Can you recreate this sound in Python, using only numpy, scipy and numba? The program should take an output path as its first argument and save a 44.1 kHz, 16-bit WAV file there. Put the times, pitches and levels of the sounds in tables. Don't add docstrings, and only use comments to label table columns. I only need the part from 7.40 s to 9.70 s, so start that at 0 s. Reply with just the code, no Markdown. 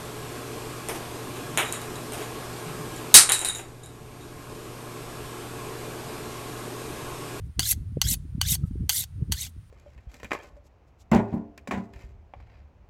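import sys
import numpy as np
from scipy import signal
from scipy.fft import rfft, irfft
from scipy.io import wavfile
from scipy.ndimage import uniform_filter1d
from numba import njit

SR = 44100
rng = np.random.default_rng(int(sys.argv[2]) if len(sys.argv) > 2 else 0)


def transcribe(signal):
    frames = np.atleast_2d(signal).T
    limited = np.clip(frames, -1, 1)
    pcm = np.round(limited * 32767).astype(np.int16)
    wavfile.write(sys.argv[1], SR, pcm)


N = 101429
TIME = np.arange(N) / SR
CUTOFF_HZ = 16050


def from_db(db):
    return 10 ** (np.asarray(db) / 20)


def rms_one(x):
    return x / np.sqrt(np.mean(x ** 2) + 1e-20)


def coloured(x, spectrum):
    hz, db = np.transpose(spectrum)
    grid = np.maximum(np.fft.rfftfreq(N, 1 / SR), 1)
    gain = from_db(np.interp(np.log(grid), np.log(hz), db))
    return rms_one(irfft(rfft(x) * gain, N))


def noise(spectrum):
    return coloured(rng.standard_normal(N), spectrum)


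def evened(x):
    return x / np.sqrt(uniform_filter1d(x ** 2, size=2200) + 1e-9)


def drift(hz):
    knots = rng.standard_normal(int(2 * hz * N / SR) + 2)
    return rms_one(np.interp(2 * hz * TIME, np.arange(len(knots)), knots))


def bump(age, half_s):
    return np.exp(-np.minimum(np.abs(age) / half_s, 10) ** 2)


def filtered(x, order, hz, kind):
    return signal.sosfilt(signal.butter(order, hz, kind, fs=SR, output="sos"), x + 1e-18)


def ping(start, hz, db, t60):
    out, live = np.zeros(N), (TIME >= start) & (TIME < start + 2 * t60)
    age = TIME[live] - start
    out[live] = from_db(db - 60 * age / t60) * np.sin(2 * np.pi * (hz * age + rng.random()))
    return out


@njit
def resonate(x, angle, radius):
    out, state = np.zeros(len(x)), 0j
    for i in range(len(x)):
        state = state * radius * np.exp(1j * angle[i]) + x[i]
        out[i] = state.real
    return out * np.sqrt(2 * (1 - radius * radius))


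def resonance(x, hz, width_hz):
    hz = hz * np.ones(N)
    angle = 2 * np.pi * np.minimum(hz, SR / 2) / SR
    return resonate(x * (hz < CUTOFF_HZ), angle, np.exp(-np.pi * width_hz / SR))


# f/Hz, level/dB
RUMBLE_SPECTRUM = [(10, -54), (25, -30), (40, -7), (62, 3.5), (105, 0), (150, -12), (300, -54.5),
                   (2000, -110)]
FLUTTER_SPECTRUM = [(20, -45.5), (80, -18.5), (130, 6.5), (200, -9), (280, -16), (450, -28), (800, -58),
                    (3000, -110)]
# t/s, rumble level/dB, flutter level/dB
GUSTS = [(0.0, -35.5, -49), (0.099, -37.5, -38.5), (0.142, -59.5, -89), (0.18, -30.5, -34.5),
         (0.3, -44, -59), (0.341, -35, -43.5), (0.549, -36.5, -54), (0.572, -43, -25.5),
         (0.63, -40.5, -64.5), (0.65, -30.5, -32.5), (0.85, -42.5, -48), (0.98, -36, -46),
         (1.069, -30.5, -47.5), (1.132, -36.5, -35), (1.151, -35, -44.5), (1.25, -40, -29.5),
         (1.27, -39, -55), (1.438, -31, -31.5), (1.491, -42, -56.5), (1.54, -49.5, -67.5),
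         (1.601, -44.5, -42), (1.68, -48, -71.5), (1.822, -30.5, -31), (1.86, -44.5, -52.5),
         (1.898, -28.5, -29.5), (1.945, -32.5, -47.5), (1.98, -44.5, -58), (2.06, -44.5, -48.5),
         (2.131, -50, -59), (2.18, -40, -51.5), (2.3, -61, -72)]
def wind():
    times, rumble_db, flutter_db = np.transpose(GUSTS)
    rumble = from_db(np.interp(TIME, times, rumble_db) + 2) * evened(noise(RUMBLE_SPECTRUM))
    flutter = from_db(np.interp(TIME, times, flutter_db) - .5) * evened(noise(FLUTTER_SPECTRUM))
    return rumble + flutter


# f/Hz, level/dB
AIR_SPECTRUM = [(100, 18.5), (400, 1), (700, -1), (1300, -0.5), (2500, -4.5), (5000, -10), (7800, -14),
                (9300, -4), (10800, -15.5), (16000, -18.5)]
def air():
    return from_db(-61) * noise(AIR_SPECTRUM)


def grit(grains_per_s=19000, spread_db=5.5):
    sizes = from_db(spread_db * np.minimum(rng.exponential(1, N), 5)) * rng.choice([-1, 1], N)
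    return rms_one(sizes * (rng.random(N) < grains_per_s / SR))


def squeal(hz, catch_db=4, catches_per_s=60, wobble=.05):
    fits = from_db(catch_db * np.minimum(drift(catches_per_s), 1.5))
    return resonance(rms_one(grit() * fits), hz * (1 + wobble * drift(catches_per_s)), width_hz=89)


# f/Hz, level/dB
RASP_SPECTRUM = [(400, -6.5), (750, -13.5), (1400, -40.5), (2100, 3.5), (2650, -24), (3500, 4.5),
                 (5200, -2), (6600, 4), (9000, -3), (16000, -37.5)]
def rasp():
    return from_db(-8) * coloured(grit(), RASP_SPECTRUM)


# f/Hz, level/dB
SHIMMER_SPECTRUM = [(2500, -59.5), (5000, -8), (7500, -0.5), (10000, 0), (12000, 1.5), (14000, -1),
                    (16000, -10)]
def shimmer(slid, glide=.75, steel_share=.65):
    pitches = np.linspace(5580, 15350, 16)
    bend = glide * (slid - .3)
    steel = rms_one(sum(squeal(hz * (1 + bend * (1 if k % 2 else -.5))) for k, hz in enumerate(pitches)))
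    blend = np.sqrt(steel_share) * steel + np.sqrt(1 - steel_share) * grit()
    return from_db(-2.5) * coloured(blend, SHIMMER_SPECTRUM)


# t/s, level/dB, half length/s
LIGHT_TOUCHES = [(.06, -72, 0.025), (0.35, -57, 0.0043), (1.274, -63.5, 0.023), (2.092, -55.5, 0.012)]
def brushes():
    return sum(from_db(db) * bump(TIME - t, half_s) for t, db, half_s in LIGHT_TOUCHES)


# f/Hz, level/dB
FREE_END_MODES = [(1400, -8), (2880, 4.5), (4400, -1), (6350, -7), (8500, -22.5), (11000, -19)]
def free_end(slid):
    length_squared = (1 - slid) ** 2
    return length_squared * sum(from_db(db) * squeal(hz / length_squared) for hz, db in FREE_END_MODES)


# f/Hz, level/dB
HANDLE_SIDE_MODES = [(3500, -5), (4750, 1), (6900, -3), (8400, -4.5)]
def handle_side(slid, lengthening=.65):
    return sum(from_db(db) * squeal(hz / (1 + lengthening * slid)) for hz, db in HANDLE_SIDE_MODES)


# f/Hz, level/dB, t60/s
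CONTACT_MODES = [(1074, -22, .02), (1576, -15.5, 0.024), (1994, -15.5, 0.025), (2948, -8.5, 0.014),
                 (3215, -7.5, 0.017), (4477, -4, .022), (5960, -7.5, 0.033), (6460, -8, 0.041),
                 (7800, -7, 0.011), (9300, -7, 0.02), (11340, -9.5, .0093), (12250, -8, .008),
                 (15300, -10.5, .0065)]
def shaken_modes():
    return [(hz, from_db(db) * resonance(grit(), hz, np.log(1000) / np.pi / t60))
            for hz, db, t60 in CONTACT_MODES]


# t/s, length/s, level/dB, hardest pressure/share of length, heel pressure/dB,
# tip pressure/dB, hiss/dB, hiss swing/dB per dB of pressure, travel/share of blade, free end/dB
KNIFE_STROKES = [(0.192, 0.14, -28, 0.88, -4, -3, 11, 5, 0.51, -2.5),
                 (0.612, 0.13, -27.5, 0.78, -9, -3.5, 6.5, 2.3, 0.47, 0),
                 (1.008, 0.14, -26, 0.72, -11, -0.5, 5.5, 2.3, 0.77, 4),
                 (1.49, 0.15, -29, 0.64, -2, -5, 6, 3.5, 0.52, -7.5),
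                 (1.916, 0.16, -32.5, 0.73, -6, -9, -2.5, 1.8, 0.75, -1.5)]
def scrapes(heel_share=.32, release_db_per_s=1701, speed_up=1.85):
    scrape_gain, hiss_gain, sweep_gain, slid = np.zeros((4, N))
    for t, length, db, crest, heel_db, tip_db, hiss_db, swing, travel, sweep_db in KNIFE_STROKES:
        progress = (TIME - t) / length
        pressure_db = np.interp(progress, [heel_share, crest, 1], [heel_db, 0, tip_db])
        attack = np.sqrt(np.clip(progress / heel_share, 0, 1))
        gate = attack * from_db(db - release_db_per_s * np.clip(TIME - t - length, 0, .5))
        scrape_gain += gate * from_db(pressure_db)
        hiss_gain += gate * from_db(hiss_db + swing * pressure_db)
        sweep_gain += gate * from_db(pressure_db + sweep_db)
        slid = np.where(progress > 0, travel * np.clip(progress, 0, 1) ** speed_up, slid)
    rising = from_db(-6) * free_end(slid)
    falling = from_db(-13.5) * handle_side(slid)
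    ring = from_db(-15.5) * rms_one(sum(mode for _, mode in shaken_modes()))
    brush_gain = brushes()
    friction = sweep_gain * rising + scrape_gain * (falling + ring)
    friction += (scrape_gain + brush_gain) * rasp()
    friction += (hiss_gain + brush_gain) * shimmer(slid)
    judder_db = drift(120)
    return friction * from_db(judder_db)


def favoured(hz, centre_hz, boost_db=3, octaves=.22):
    return from_db(boost_db * np.exp(-(np.log2(hz / centre_hz) / octaves) ** 2))


# f/Hz, level/dB
CRACK_SPECTRUM = [(600, -12.5), (1100, -6.5), (2000, -8), (4500, -2), (7000, -1), (16000, -6.5)]
# t/s, level/dB, treble/dB, chatter/dB, chatter decay/s, favoured f/Hz,
# knock f/Hz, knock/dB
BLADE_LANDINGS = [(.194, -14.5, -0.5, -19, .009, 4500, 778, -18.5),
                  (0.6156, -11, -9.5, -8, 0.0061, 5400, 800, -18.5),
                  (1.0136, -18.5, 0.5, -8, 0.0041, 3000, 1130, -11.5),
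                  (1.4935, -19.5, 2.5, 2.5, 0.0083, 3210, 825, -10.5),
                  (1.9213, -22.5, 0, 1, 0.0093, 5080, 904, -14.5)]
# t/s, level/dB, treble/dB
BLADE_TICKS = [(0.1985, -22, -6.5), (0.2038, -26.5, -2), (0.3108, -36.5, 16.5), (0.3261, -28, -3),
               (.740, -28.5, 4.5), (1.0144, -20, -1), (1.152, -27, 0.5), (1.4989, -26, -6),
               (1.638, -33, -5.5), (1.917, -37, -1), (2.066, -37, -16.5)]
def taps(detune=.011, attack_s=.00019, treble_hz=7650):
    crack = noise(CRACK_SPECTRUM)
    shaken = shaken_modes()

    def touch(t, db, treble_db, chatter_db=-9, chatter_s=.0071, centre_hz=4300,
              knock_hz=770, knock_db=-16.5, crack_s=.0013):
        age = np.maximum(TIME - t, 0)
        ring = sum(favoured(hz, centre_hz) * ping(t, hz * (1 + rng.normal(0, detune)), mode_db, t60)
                   for hz, mode_db, t60 in CONTACT_MODES)
        knock = ping(t, knock_hz, knock_db, t60=.032)
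        chatter = rms_one(sum(favoured(hz, centre_hz) * mode for hz, mode in shaken)) + .45 * crack
        chatter *= from_db(chatter_db) * np.exp(-np.minimum(age / chatter_s, 20))
        tap = 1.12 * ring + knock + chatter + from_db(-8.5) * crack * bump(age, crack_s)
        tap *= np.minimum(age / attack_s, 1)
        treble = filtered(tap, 1, treble_hz, "high")
        return from_db(db) * (tap + (from_db(treble_db) - 1) * treble)

    landings = sum(touch(*row, crack_s=.0023) for row in BLADE_LANDINGS)
    return landings + sum(touch(*row) for row in BLADE_TICKS)


def scatter(knife, delay_s=.0043, t60=.31):
    envelope = (TIME >= delay_s) * from_db(-60 * np.clip((TIME - delay_s) / t60, 0, 2))
    tail = rng.standard_normal(N) * envelope
    dull_tail = filtered(tail / np.linalg.norm(tail), 1, 5000, "low")
    return from_db(-27.5) * signal.fftconvolve(knife, dull_tail)[:N]


# t/s, f/Hz, level/dB, t60/s
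FAINT_RINGS = [(.199, 4600, -27, .11), (.741, 9990, -39, .1), (1.014, 2990, -19, .035),
               (1.236, 1290, -53, .11)]
def rings():
    return sum(ping(*row) for row in FAINT_RINGS)


# t/s, f/Hz, level/dB, half length/s, glide/Hz per s
EDGE_SQUEAKS = [(.257, 4000, -26.5, 0.0033, -4e4), (0.318, 2060, -41, 0.0059, 4),
                (0.66, 3284, -39.5, .008, 9998), (.689, 7400, -24, .005, 189991),
                (0.72, 5520, -29.5, .004, 220004), (1.116, 3810, -30, .0032, 30004),
                (1.121, 5840, -23.5, .002, -1e5), (1.55, 1914, -47.5, 0.0085, 19999.5),
                (1.582, 3576, -32, 0.0037, 70003), (2.011, 6330, -31.5, 0.0041, 90002),
                (2.014, 8000, -33.5, 0.0041, 149998), (2.024, 3770, -37, .007, 1e4)]
def squeaks():
    out = np.zeros(N)
    for t, hz, db, half_s, glide in EDGE_SQUEAKS:
        age = TIME - t
        cycles = hz * age + glide * age ** 2 / 2
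        tone = np.sqrt(2) * np.sin(2 * np.pi * cycles + .5 * drift(200))
        out += from_db(db) * bump(age, half_s) * tone
    return out


# t/s, peak level/dB, upper edge f/Hz
MIC_BUFFETS = [(0.191, -24.5, 353), (0.377, -32.5, 280), (0.523, -30, 240), (0.572, -19.5, 521),
               (0.659, -21, 123), (0.719, -24.5, 250), (.853, -36.5, 330), (0.951, -21, 194.5),
               (0.982, -23.5, 279), (1.122, -20.5, 192), (1.239, -13.5, 182), (1.311, -25, 264),
               (1.357, -28, 380), (1.408, -21.5, 237), (1.826, -18, 130), (1.897, -29, 226),
               (2.165, -41.5, 333)]
def buffets(low_hz=80):
    out = np.zeros(N)
    for t, db, edge_hz in MIC_BUFFETS:
        impulse = signal.unit_impulse(N, int((t - 1 / edge_hz) * SR))
        thump = filtered(filtered(impulse, 2, low_hz, "high"), 8, edge_hz, "low")
        out += from_db(db) * thump / np.abs(thump).max()
    return out


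def scene():
    steel = taps() + scrapes() + squeaks()
    knife = filtered(steel, 4, 650, "high")
    return (knife + scatter(knife) + rings() + wind() + buffets() + air())[None]


def record(dry):
    top_cut = signal.ellip(10, .1, 80, CUTOFF_HZ, fs=SR, output="sos")
    return signal.sosfilt(top_cut, dry * np.minimum(TIME / .006, 1))


dry = scene()
out = record(dry)
transcribe(out)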